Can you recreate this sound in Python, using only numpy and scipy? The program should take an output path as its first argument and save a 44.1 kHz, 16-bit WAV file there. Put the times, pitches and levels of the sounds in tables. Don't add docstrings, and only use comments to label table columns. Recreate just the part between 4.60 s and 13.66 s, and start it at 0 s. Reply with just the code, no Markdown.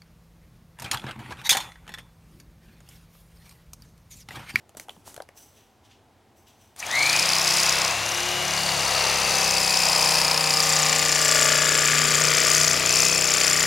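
import sys
import numpy as np
from scipy import signal
from scipy.fft import rfft, irfft, next_fast_len
from scipy.io import wavfile
from scipy.ndimage import uniform_filter1d, map_coordinates

SR = 44100
rng = np.random.default_rng(int(sys.argv[2]) if len(sys.argv) > 2 else 0)


def bounce(signal):
    frames = np.transpose(np.atleast_2d(signal))
    limited = np.clip(frames, -1, 1)
    pcm = np.round(limited * 32767).astype(np.int16)
    wavfile.write(sys.argv[1], SR, pcm)


N = 399546
TIME = np.arange(N) / SR

# frequency_hz, density_db (per Hz)
CONTACT_SPECTRUM = [(80, 6), (500, 6.5), (2000, -0.5), (4000, -1), (7000, 2), (10500, 2.5), (13500, -6),
                    (16000, -14)]


def amp(db):
    return np.exp(np.asarray(db) * (np.log(10) / 20))


def unit(x):
    return x / np.sqrt(np.mean(x ** 2) + 1e-20)


def along(points, hz):
    f, v = np.transpose(points)
    return np.interp(np.log(hz + 1), np.log(f + 1), v)


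def curve(points):
    s, v = np.transpose(points)
    return np.interp(TIME, s, v)


def bell(x, centre, width):
    return np.exp(-((x - centre) / width) ** 2)


def wobble(rate, size=N):
    knots = rng.standard_normal(int(size * rate / SR) + 4)
    t = TIME[:size]
    coarse = t[::12]
    return np.interp(t, coarse, map_coordinates(knots, [coarse * rate]))


def noise():
    return rng.standard_normal(N)


def filtered(x, response):
    m = next_fast_len(x.shape[-1] + 8192)
    return irfft(rfft(x, m) * response(np.fft.rfftfreq(m, 1 / SR)), m)[..., :x.shape[-1]]


def coloured(x, spectrum):
    return unit(filtered(x, lambda hz: amp(along(spectrum, hz))))


def resonant(x, modes):
    def response(f):
        return sum(amp(db) * 1j * f * width / (hz * hz - f * f + 1j * f * width) for hz, width, db in modes)

    return unit(filtered(x, response))


def window(turns, place, length):
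    return np.exp(-((turns - place - np.rint(turns - place)) / length) ** 2 / 4)


def unseated():
    seated_s = 3.3
    return np.clip((seated_s - TIME) / 0.068 + 0.5, 0, 1)


def level(rule, spin, bite):
    db, full_bite_db, slack_db, spin_power = rule
    snug_bite = 0.15
    return amp(db + full_bite_db * bite + slack_db * np.exp(-bite / snug_bite)) * spin ** spin_power


def background():
    # (per Hz, relative)
    floor_spectrum = [(15, -45), (25, -24), (96, -2), (178, -15.5), (215, -8), (274, -11.5), (457, -12.5),
                      (495, -17), (782, -11.5), (1200, -21.5), (1340, -22), (4000, -29.5), (15500, -41)]
    common = amp(-59.5) * coloured(noise(), floor_spectrum)
    separate = amp(-71.5) * coloured(rng.standard_normal((2, N)), floor_spectrum)
    return common + separate


def handling(tick_s, thud_s, tail_s):
    # start_s, knock_db, tick_db, ring_db, ring_hz
    clicks = [(.092, -57, -47.5, -56, 3160), (.148, -47, -58, -56, 3000), (.169, -47, -40, -37, 7700),
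              (.197, -53, -32.5, -36, 2140), (.283, -39, -49, -50, 2970), (.293, -43, -43, -28.5, 3050),
              (.304, -45, -52, -46.5, 3000), (.363, -50, -62, -58, 3000), (.475, -41.5, -51, -46, 8290),
              (.542, -57, -40, -44, 6900), (.563, -42, -38, -45, 3360), (.576, -35, -48, -51, 3760),
              (0.601, -28, -52, -46, 3120), (.62, -51, -45, -41, 4700), (0.688, -44, -49, -41, 2190),
              (2.162, -59, -42, -54, 2300), (2.226, -48, -44, -22, 2340), (2.265, -55, -31, -27, 6200)]
    # frequency_hz, density_db (per Hz)
    thud_spectrum = [(80, -33), (300, -2), (750, 14), (1150, 1), (1800, -6), (3000, -35), (8000, -45)]
    thuds, ticks, rings = np.zeros((3, N))
    for s, knock_db, tick_db, ring_db, ring_hz in clicks:
        near = (TIME > s) & (TIME < s + 0.1)
        age = TIME[near] - s

        def strike(rise):
            pulse = (age / rise) ** 4 * np.exp(4 * (1 - age / rise))
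            return pulse + 0.18 * (age > rise) * np.exp(-age / tail_s)

        snap = strike(tick_s)
        thuds[near] += amp(knock_db) * strike(thud_s)
        ticks[near] += amp(tick_db) * snap
        rough_phase = 1.24 * wobble(1800)[near]
        rings[near] += amp(ring_db) * snap * np.sin(2 * np.pi * ring_hz * age + rough_phase)
    return thuds * coloured(noise(), thud_spectrum) + ticks * coloured(noise(), CONTACT_SPECTRUM) + rings


def brushing():
    # start_s, rise_s, decay_s, hiss_db, blade_ring_db, foam_rustle_db
    brushes = [(.167, .005, .014, -43, -53, -60), (.195, .014, 0.028, -49.5, -56, -65),
               (.29, .02, 0.11, -62, -66, -70), (.435, .041, 0.048, -45.5, -54, -66),
               (.74, 0.036, 0.098, -59, -51.5, -61), (.92, 0.055, 0.082, -76, -68, -63),
               (1.22, .035, .035, -68, -70, -61), (1.28, 0.037, .045, -80, -84, -58),
               (1.745, .03, .07, -76, -63, -76), (1.855, .018, 0.064, -70, -64, -59),
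               (1.96, 0.056, 0.1, -71, -64, -65)]
    # mode_hz, width_hz, gain_db
    blade_modes = [(6100, 400, 4), (7800, 700, -1), (9600, 450, -3), (11900, 400, -2), (14300, 600, -7)]
    # frequency_hz, density_db (per Hz)
    foam_spectrum = [(600, -20), (2000, -7), (3100, 1), (4300, -7), (6000, -6), (8000, -16), (16000, -35)]
    hiss = coloured(noise(), CONTACT_SPECTRUM)
    voices = np.array([hiss, resonant(noise(), blade_modes), coloured(noise(), foam_spectrum)])
    out = np.zeros(N)
    for s, rise, decay, *levels_db in brushes:
        attack = np.clip((TIME - s) / rise, 0, 1) ** 2
        touch = attack * np.exp(-np.maximum(TIME - s - rise, 0) / decay)
        out += touch * (amp(levels_db) @ voices)
    return out * amp(0.98 * wobble(120))


def bumping():
    # centre_s, bell_width_s, level_db
    bumps = [(.175, .02, -54), (.39, .025, -56), (2.604, .025, -40)]
    # frequency_hz, density_db (per Hz)
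    bump_spectrum = [(40, -23.5), (130, -3), (240, -6), (330, -9), (700, -40)]
    force = sum(amp(db) * bell(TIME, s, width) for s, width, db in bumps)
    return force * coloured(noise(), bump_spectrum)


def handle(turns, spin, bite, waver_db):
    # unseated_db, running_free_db, biting_db
    hum_levels = [(-63, -65, -59), (-53, -54.5, -51.5), (-57, -45, -58.5), (-51, -54, -60.5),
                  (-46.5, -50.5, -39), (-50, -64, -51), (-58, -65, -67), (-65, -68, -49), (-65, -58, -57),
                  (-51.5, -51.5, -51), (-50, -60, -46.5), (-58, -55, -58), (-68, -60, -45.5),
                  (-63, -52, -48), (-50.5, -51.5, -46.5), (-60, -54.5, -43.5)]
    # centre_s, bell_width_s, multiple, gain_db
    rocking = [(3.7, 0.35, 10, 9), (4.5, 0.73, 4, 14), (4.45, 0.63, 2, 7), (4.42, 0.2, 5, -6.5),
               (4.8, 0.3, 7, 17), (4.9, 0.84, 6, 12.5), (6.6, 0.48, 13, -15), (5.8, 0.54, 14, -14),
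               (6.1, 0.45, 5, 2.5), (4, 0.19, 5, 6.5), (8.25, 0.32, 3, 12), (8.25, 0.29, 4, 10),
               (8.847, 0.23, 5, -6), (9, .2, 3, 7), (4.83, 0.21, 10, 4), (7.2, .25, 5, 2),
               (3.1, 0.19, 5, 2.5)]
    hum = np.zeros(N)
    loose = unseated()
    for order, (loose_db, free_db, biting_db) in enumerate(hum_levels, 1):
        full_bite = 0.43 + 0.039 * order
        braced = np.minimum(bite / full_bite, 1)
        seated_db = free_db + braced * (biting_db - free_db)
        db = loose * loose_db + (1 - loose) * seated_db + waver_db * wobble(6.5)
        for s, width, multiple, gain_db in rocking:
            if multiple == order:
                db += gain_db * bell(TIME, s, width)
        phase = 2 * np.pi * (order * turns + rng.random()) + 0.26 * wobble(25)
        hum += amp(db) * np.sin(phase)
    return np.sqrt(2) * spin ** 3.5 * hum


def swell(hz, mode):
    mode_hz, half_width_hz, peak_db = mode
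    return peak_db / (1 + ((hz - mode_hz) / half_width_hz) ** 2)


def motor(turns, speed, spin, flutter_db):
    # multiple (of the stroke rate), level_db (relative), phase_roughness_rad
    whine_lines = [(155, -14, 6.8), (248, -17, 4.6), (320, -17, 2.8)]
    # time_s, level_db
    whine_level = [(2.6, -36), (3.3, -34), (3.8, -33), (4.4, -33.3), (5.1, -33), (5.7, -39), (6.6, -44),
                   (8.1, -43), (8.3, -35), (8.55, -33), (8.75, -39), (9.06, -42)]
    # mode_hz, half_width_hz, peak_db
    casing_mode = (2230, 250, 11.3)
    # multiple (of the stroke rate), level_db, phase_roughness_rad
    commutator = (153.5, -40, 4.2)
    slot_order, slot_rough_rad, mains_ripple_hz = 80, 0.46, 120
    below_db, slot_db, above_db = -14.5, -6.5, -9

    def line(order, db, rough, offset_hz=0):
        phase = 2 * np.pi * (order * turns + offset_hz * TIME) + rough * wobble(160) + wobble(8)
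        return np.sqrt(2) * amp(db + swell(order * speed + offset_hz, casing_mode)) * np.sin(phase)

    slots = sum(line(slot_order, db, slot_rough_rad, side * mains_ripple_hz)
                for side, db in [(-1, below_db), (0, slot_db), (1, above_db)])
    whine = amp(wobble(9)) * slots + sum(line(*row) for row in whine_lines)
    current = 1 - spin
    surge = current * spin ** 5.8
    sparking = current * spin ** 4.2
    strength = amp(curve(whine_level)) * spin ** 7.5 + amp(-29) * (surge / surge.max()) ** 2
    sparks = sparking / sparking.max() * amp(4 * wobble(70)) * line(*commutator)
    return amp(flutter_db * wobble(140)) * (strength * whine + sparks)


def teeth(turns, wear_rate, size=384):
    surface = rng.standard_normal((int(N / SR * wear_rate) + 3, size))
    position = [TIME * wear_rate, turns % 1 * size]
    return unit(map_coordinates(surface, position, order=2, mode="grid-wrap"))


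def knocks(turns, speed, glide_s, scatter_db):
    # place (0-1), first_hz, last_hz, decay_60db_s, level_db (relative)
    knock_places = [(0.061, 2260, 1400, 0.0058, 4.5), (.36, 2660, 1830, 0.0061, 4.5),
                    (.59, 3700, 1100, .008, 5), (0.649, 1400, 440, 0.0091, -7.5)]
    out = np.zeros(N)
    for place, first_hz, last_hz, decay_s, db in knock_places:
        age = (turns - place) % 1 / speed
        cycles = last_hz * age + (first_hz - last_hz) * glide_s * (1 - np.exp(-age / glide_s))
        gain = amp(db + scatter_db * wobble(30) - 60 * age / decay_s)
        attack = 1 - np.exp(-age / 0.0016)
        out += gain * attack * np.sin(2 * np.pi * cycles)
    return unit(out)


def buzz(turns, size=2048):
    # mode_hz, width_hz, gain_db
    housing_modes = [(1178, 26, 3), (1462, 33, 1), (1720, 80, -7), (1830, 25, -1), (2280, 30, -3),
                     (2480, 28, -8)]
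    profile = irfft(np.exp(2j * np.pi * rng.random(size // 16)), size)
    force = np.interp(turns % 1, np.arange(size) / size, profile)
    return resonant(force, housing_modes)


def gear_tones(turns):
    # centre_s, bell_width_s, multiple, level_db
    tones = [(5.05, 0.55, 24, -38.5), (5.8, 0.51, 30, -47), (6.15, 0.56, 39, -37.5), (7.3, 0.87, 39, -41.5),
             (7.05, 0.53, 55, -37.5), (7.05, 0.58, 57, -36.5), (7.4, .6, 42, -41), (8.85, 0.22, 39, -40)]
    out = np.zeros(N)
    for s, width, multiple, db in tones:
        phase = 2 * np.pi * multiple * turns + 0.3 * wobble(20)
        out += amp(db) * bell(TIME, s, width) * np.sin(phase)
    return np.sqrt(2) * out


def gears(turns, speed, spin, bite):
    # time_s, repeating_share (0-1)
    meshing = [(2.2, 0.26), (4.2, 0.34), (4.75, 0.52), (5, 0.52), (6.7, 0.8), (7.65, 0.45), (7.8, 0.3),
               (8.05, .75), (8.2, 0.32), (8.65, 0.32), (8.85, 0.57)]
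    # frequency_hz, density_db (per Hz)
    growl_free = [(20, -60), (90, -10), (200, -15), (400, -12), (480, -8), (720, 2.5), (1000, 0),
                  (1250, -1), (1700, -16), (3000, -60)]
    growl_half = [(20, -60), (90, -18), (380, -17), (480, -3.5), (640, 0), (780, -1.5), (930, -1.5),
                  (1200, -0.5), (1500, -13.5), (3000, -60)]
    growl_full = [(20, -60), (90, -22), (360, -15), (430, -8.5), (530, -3), (630, 1), (760, -10.5),
                  (950, -10), (1700, -12), (3000, -60)]
    rattle_free = [(500, -34), (950, -35), (1180, -11), (1550, -2), (1950, -1), (2400, 0), (2800, -5),
                   (3400, -2.5), (4200, -2), (5500, -40), (9000, -50)]
    rattle_half = [(500, -47), (950, -22), (1180, -9), (1400, -3), (1600, -6.5), (1950, -1), (2400, 1),
                   (2800, 0), (3400, -4), (4200, -2.5), (5500, -6), (9000, -50)]
    rattle_full = [(500, -66), (1040, -16), (1180, 3.5), (1340, -5), (1470, 1), (1570, -6), (1700, -4),
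                   (1950, -3), (2250, -2), (2800, -4.5), (3400, -3.5), (4200, -13), (5500, -23),
                   (9000, -50)]
    # level_db, full_bite_db, slack_db, spin_power
    growl_rule = (-27.5, -9, -5.5, 1.8)
    rattle_rule = (-29.5, 0.14, -0.9, 1.85)
    knock_rule = (-45, 13, -2, 7)
    buzz_rule = (-57, 22.5, 0, 2)
    locked = curve(meshing)
    push = 1 + bite * (window(turns, 0.6, 0.055) + window(turns, 0.091, 0.033))
    half_bite = 0.75
    free = np.clip(1 - bite / half_bite, 0, 1)
    full = np.clip((bite - half_bite) / (1 - half_bite), 0, 1)
    load_weights = (free, 1 - free - full, full)

    def mesh(share, spectra):
        contacts = np.sqrt(share) * teeth(turns, wear_rate=1.296) + 2 * np.sqrt(1 - share) * noise()
        rung = sum(weight * coloured(contacts, spectrum) for weight, spectrum in zip(load_weights, spectra))
        return amp(0.91 * wobble(5)) * push * unit(rung)

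    growl = level(growl_rule, spin, bite) * mesh(locked, (growl_free, growl_half, growl_full))
    rattle = mesh(0.8 * locked, (rattle_free, rattle_half, rattle_full))
    rattle *= level(rattle_rule, spin, bite) * amp(2 * unseated())
    knocking = level(knock_rule, spin, bite) * knocks(turns, speed, glide_s=0.001754, scatter_db=2.5)
    buzzing = locked * level(buzz_rule, spin, bite) * buzz(turns)
    return growl + rattle + knocking + buzzing + gear_tones(turns)


def squeak(ring_hz, jump_hz):
    size = len(ring_hz)
    phase = 2 * np.pi * np.cumsum(ring_hz + jump_hz * 0.42 * wobble(1900, size)) / SR
    return np.sqrt(2) * (np.sin(phase) + amp(-12) * np.sin(2 * phase))


def blades(turns, spin, bite, fade_s, scatter_db):
    # start_s, end_s, place (0-1 of a stroke), length (bell scale, strokes),
    # ring_hz, pitch_spread_hz (scale), rise_hz (per length), level_db (relative)
    scrapes = [(2.34, 2.52, .27, .11, 4270, 600, 34, 10), (2.1, 3.323, 0.31, .025, 6210, 1194, 150, 11.5),
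               (2.47, 3.294, 0.29, 0.028, 5070, 500, 52.5, 12),
               (2.54, 3.32, .34, .02, 7700, 1100, 100.5, 6), (2.55, 3.3, .16, 0.042, 5000, 380, 52, 8.5),
               (2.68, 2.805, 0.7, .035, 4830, 400, 50, 15), (2.75, 3.28, 0.75, 0.038, 5620, 800, 98, 7),
               (3.45, 3.72, .4, 0.045, 5800, 1100, 46, 9.5),
               (3.83, 3.97, 0.28, 0.034, 6020, 700, 100, 12.5), (3.95, 4.8, 0.74, 0.069, 4570, 710, 30, 7),
               (4.15, 4.955, 0.32, 0.034, 6100, 843, 52, 7.5),
               (4.25, 5.95, 0.16, 0.048, 4830, 693, 100, 7.5), (4.4, 4.868, 0.81, .04, 6070, 800, 50, 9),
               (4.45, 5.6, 0.31, .03, 4920, 600, 48, 8), (4.9, 5.549, 0.3, 0.033, 7350, 700, 150, 10),
               (4.85, 6, 0.74, .034, 5140, 400, 50, 12.5), (4.95, 5.57, 0.62, 0.023, 4800, 500, 48, 13),
               (5.57, 6.02, 0.59, .027, 4936, 446, 2, 18), (5.55, 6.07, .53, .014, 7000, 602, 50, 10.5),
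               (5.8, 8.21, 0.34, 0.023, 7500, 540, 94, 11), (6, 6.71, .75, .022, 5900, 910, 100, 8),
               (6.02, 8.2, 0.67, 0.028, 5130, 599, 27, 7.5), (6.07, 6.598, 0.56, 0.022, 6970, 450, -3, 15),
               (6.6, 7.65, .55, 0.028, 7300, 550, 2, 8.5), (6.72, 7.552, 0.68, 0.028, 5450, 496, 5, 3.5),
               (6.72, 7.6, 0.8, 0.026, 6930, 660, 83, 13.5), (7.6, 8.143, 0.73, 0.022, 5080, 906, 0, 6),
               (7.6, 8.136, 0.77, 0.02, 6600, 650, 100, 13.5),
               (8.23, 9.2, 0.33, 0.034, 7170, 520, 200, 13.5),
               (8.27, 8.724, 0.79, 0.021, 6200, 600, 250, 13), (8.27, 8.7, 0.69, .03, 5370, 398, 28, 10.5),
               (8.27, 8.72, 0.19, .06, 5280, 400, 30, 3), (8.65, 9.2, .55, .025, 7200, 490, 50, 8),
               (8.7, 9.2, 0.71, 0.047, 5310, 836, 301, 11)]
    # frequency_hz, density_db (per Hz)
    steel_spectrum = [(2500, -14), (4000, -5.5), (4700, 8), (5300, 3.5), (6000, 4.5), (7300, 4),
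                      (8200, -13), (10000, -28)]
    hiss_spectrum = [(5000, -16), (8000, 2.5), (9700, 2), (11000, -2), (12500, -5), (14200, -11),
                     (15300, -7.5), (16000, -13)]
    rasp_spectrum = [(1200, -22), (2400, -5.5), (3600, -7), (4800, 3), (6500, 0), (8000, -9),
                     (10500, -10.5), (14000, -23)]
    # mode_hz, width_hz, gain_db
    steel_modes = [(4800, 200, 0), (5150, 230, -1)]
    # time_s, level_db
    ringing_level = [(2.4, -14), (2.7, -2), (3.25, -3), (3.4, -18), (4.3, -7), (5, -2), (6.05, -1),
                     (6.7, -7), (9.06, -8)]
    # level_db, full_bite_db, slack_db, spin_power
    scrape_rule = (-22, 0, -13.5, 1.5)
    hiss_rule = (-32, -1, -11, 1)
    stroke_scatter_db, place_scatter = 1.5, 0.008
    squeaks, friction = np.zeros((2, N))
    for start, end, place, length, ring_hz, spread_hz, rise_hz, db in scrapes:
        near = (TIME > start - fade_s) & (TIME < end + fade_s)
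        t, turn = TIME[near], turns[near]
        size = len(t)
        touch = np.clip(np.minimum(t - start, end - t) / fade_s + 0.5, 0, 1)
        offset = turn - place - np.rint(turn - place)
        glide = rise_hz * np.clip(offset / length, -2, 2)
        scatter = scatter_db * wobble(500, size) + stroke_scatter_db * wobble(29.95, size)
        force = amp(db + scatter) * touch
        force *= window(turn + place_scatter * wobble(30.1, size), place, length)
        squeaks[near] += force * squeak(ring_hz + glide, spread_hz)
        friction[near] += force ** 2
    rasp = amp(-5.5 + 1.3 * wobble(1100)) * np.sqrt(friction) * coloured(noise(), rasp_spectrum)
    ringing = amp(curve(ringing_level)) * resonant(noise(), steel_modes)
    dulled_squeaks = filtered(squeaks, lambda hz: 1 / (1 + (hz / 11000) ** 10))
    rub = amp(1.5) * coloured(noise(), steel_spectrum) + ringing + rasp + dulled_squeaks
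    power = uniform_filter1d(uniform_filter1d(rub ** 2, size=5700), size=4300)
    scraping = level(scrape_rule, spin, bite) * rub / np.sqrt(np.abs(power))
    slide = 1 + 0.85 * (window(turns, 0.25, 0.048) + window(turns, 0.66, 0.033))
    grit = amp(1.2 * wobble(700) + 0.38 * wobble(25))
    hiss = level(hiss_rule, spin, bite) * unit(slide * grit * coloured(noise(), hiss_spectrum))
    breakaway_db = 11 * bell(TIME, 2.197, 0.014)
    ease_db = -2.5 * bell(TIME, 8.22, 0.1)
    return amp(breakaway_db + ease_db + wobble(5)) * (scraping + hiss)


def knife():
    # time_s, strokes_per_s
    full_speed = [(2.16, 32.46), (3.25, 32.35), (3.5, 34.84), (3.75, 36.01), (4.5, 33.91), (4.85, 32.29),
                  (5.4, 31.21), (5.8, 31.04), (6.2, 30.66), (7.0, 30.24), (8.0, 30.39), (8.1, 30.5),
                  (8.4, 31.55), (8.6, 31.55), (8.75, 31.19), (9.06, 30.8)]
    # time_s, bite (0-1)
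    bite_depth = [(2.16, 0.02), (2.4, 0.1), (2.7, 0.43), (3.26, 0.23), (3.37, 0.07), (3.8, 0.05),
                  (4.4, 0.18), (4.85, 0.28), (5.5, 0.51), (6.03, 0.53), (6.8, 0.97), (8.05, 1),
                  (8.35, 0.83), (9.06, 0.97)]
    trigger_s, start_jolt, spin_up_s = 2.16, 0.103, 0.138
    running = TIME > trigger_s
    spin = running * (1 - (1 - start_jolt) * np.exp(-np.abs(TIME - trigger_s) / spin_up_s))
    speed = np.maximum(spin, start_jolt) * curve(full_speed)
    turns = np.cumsum(speed * running) / SR
    bite = curve(bite_depth)
    relief_db = -2.5 * bell(TIME, 8.47, 0.28)
    drive = handle(turns, spin, bite, waver_db=1.76)
    drive += motor(turns, speed, spin, flutter_db=2.5)
    drive += amp(relief_db) * gears(turns, speed, spin, bite)
    return drive + blades(turns, spin, bite, fade_s=0.056, scatter_db=1.55)


def placed(source):
    # frequency_hz, left_minus_right_db
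    balance = [(60, 2), (110, 2.5), (200, 3.5), (380, 8), (700, 9), (1290, 6.5), (2380, 5), (4400, 2.5),
               (8120, 7), (15000, 0)]
    # time_s, added_left_minus_right_db
    drift = [(.7, -5), (2.2, -2.5), (4.7, -0.64), (6, -1.5), (7.5, 0.5)]
    # frequency_hz, lead_rad
    lead = [(0, 0), (7240, -0.017), (9730, -0.43), (16600, 0.047)]
    sides = np.array([[0.5], [-0.5]])

    def ports(hz):
        gains = amp(sides * along(balance, hz))
        return gains / np.mean(gains, axis=0) * np.exp(1j * sides * along(lead, hz))

    return filtered(source, ports) * amp(sides * curve(drift))


def room(x, t60):
    t = TIME[:SR // 4]
    tail = rng.standard_normal((2, len(t))) * amp(-60 * t / t60) * (t > 0.003)
    return signal.fftconvolve(x[None], tail / np.linalg.norm(tail[0]), axes=1)[:, :N]


def scene():
    source = handling(tick_s=0.0016, thud_s=0.003, tail_s=0.014) + brushing() + bumping() + knife()
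    return placed(source) + amp(-20) * room(source, t60=0.22) + background()


def record(dry):
    return filtered(dry, lambda hz: hz < 15900)


dry = scene()
out = record(dry)
bounce(out)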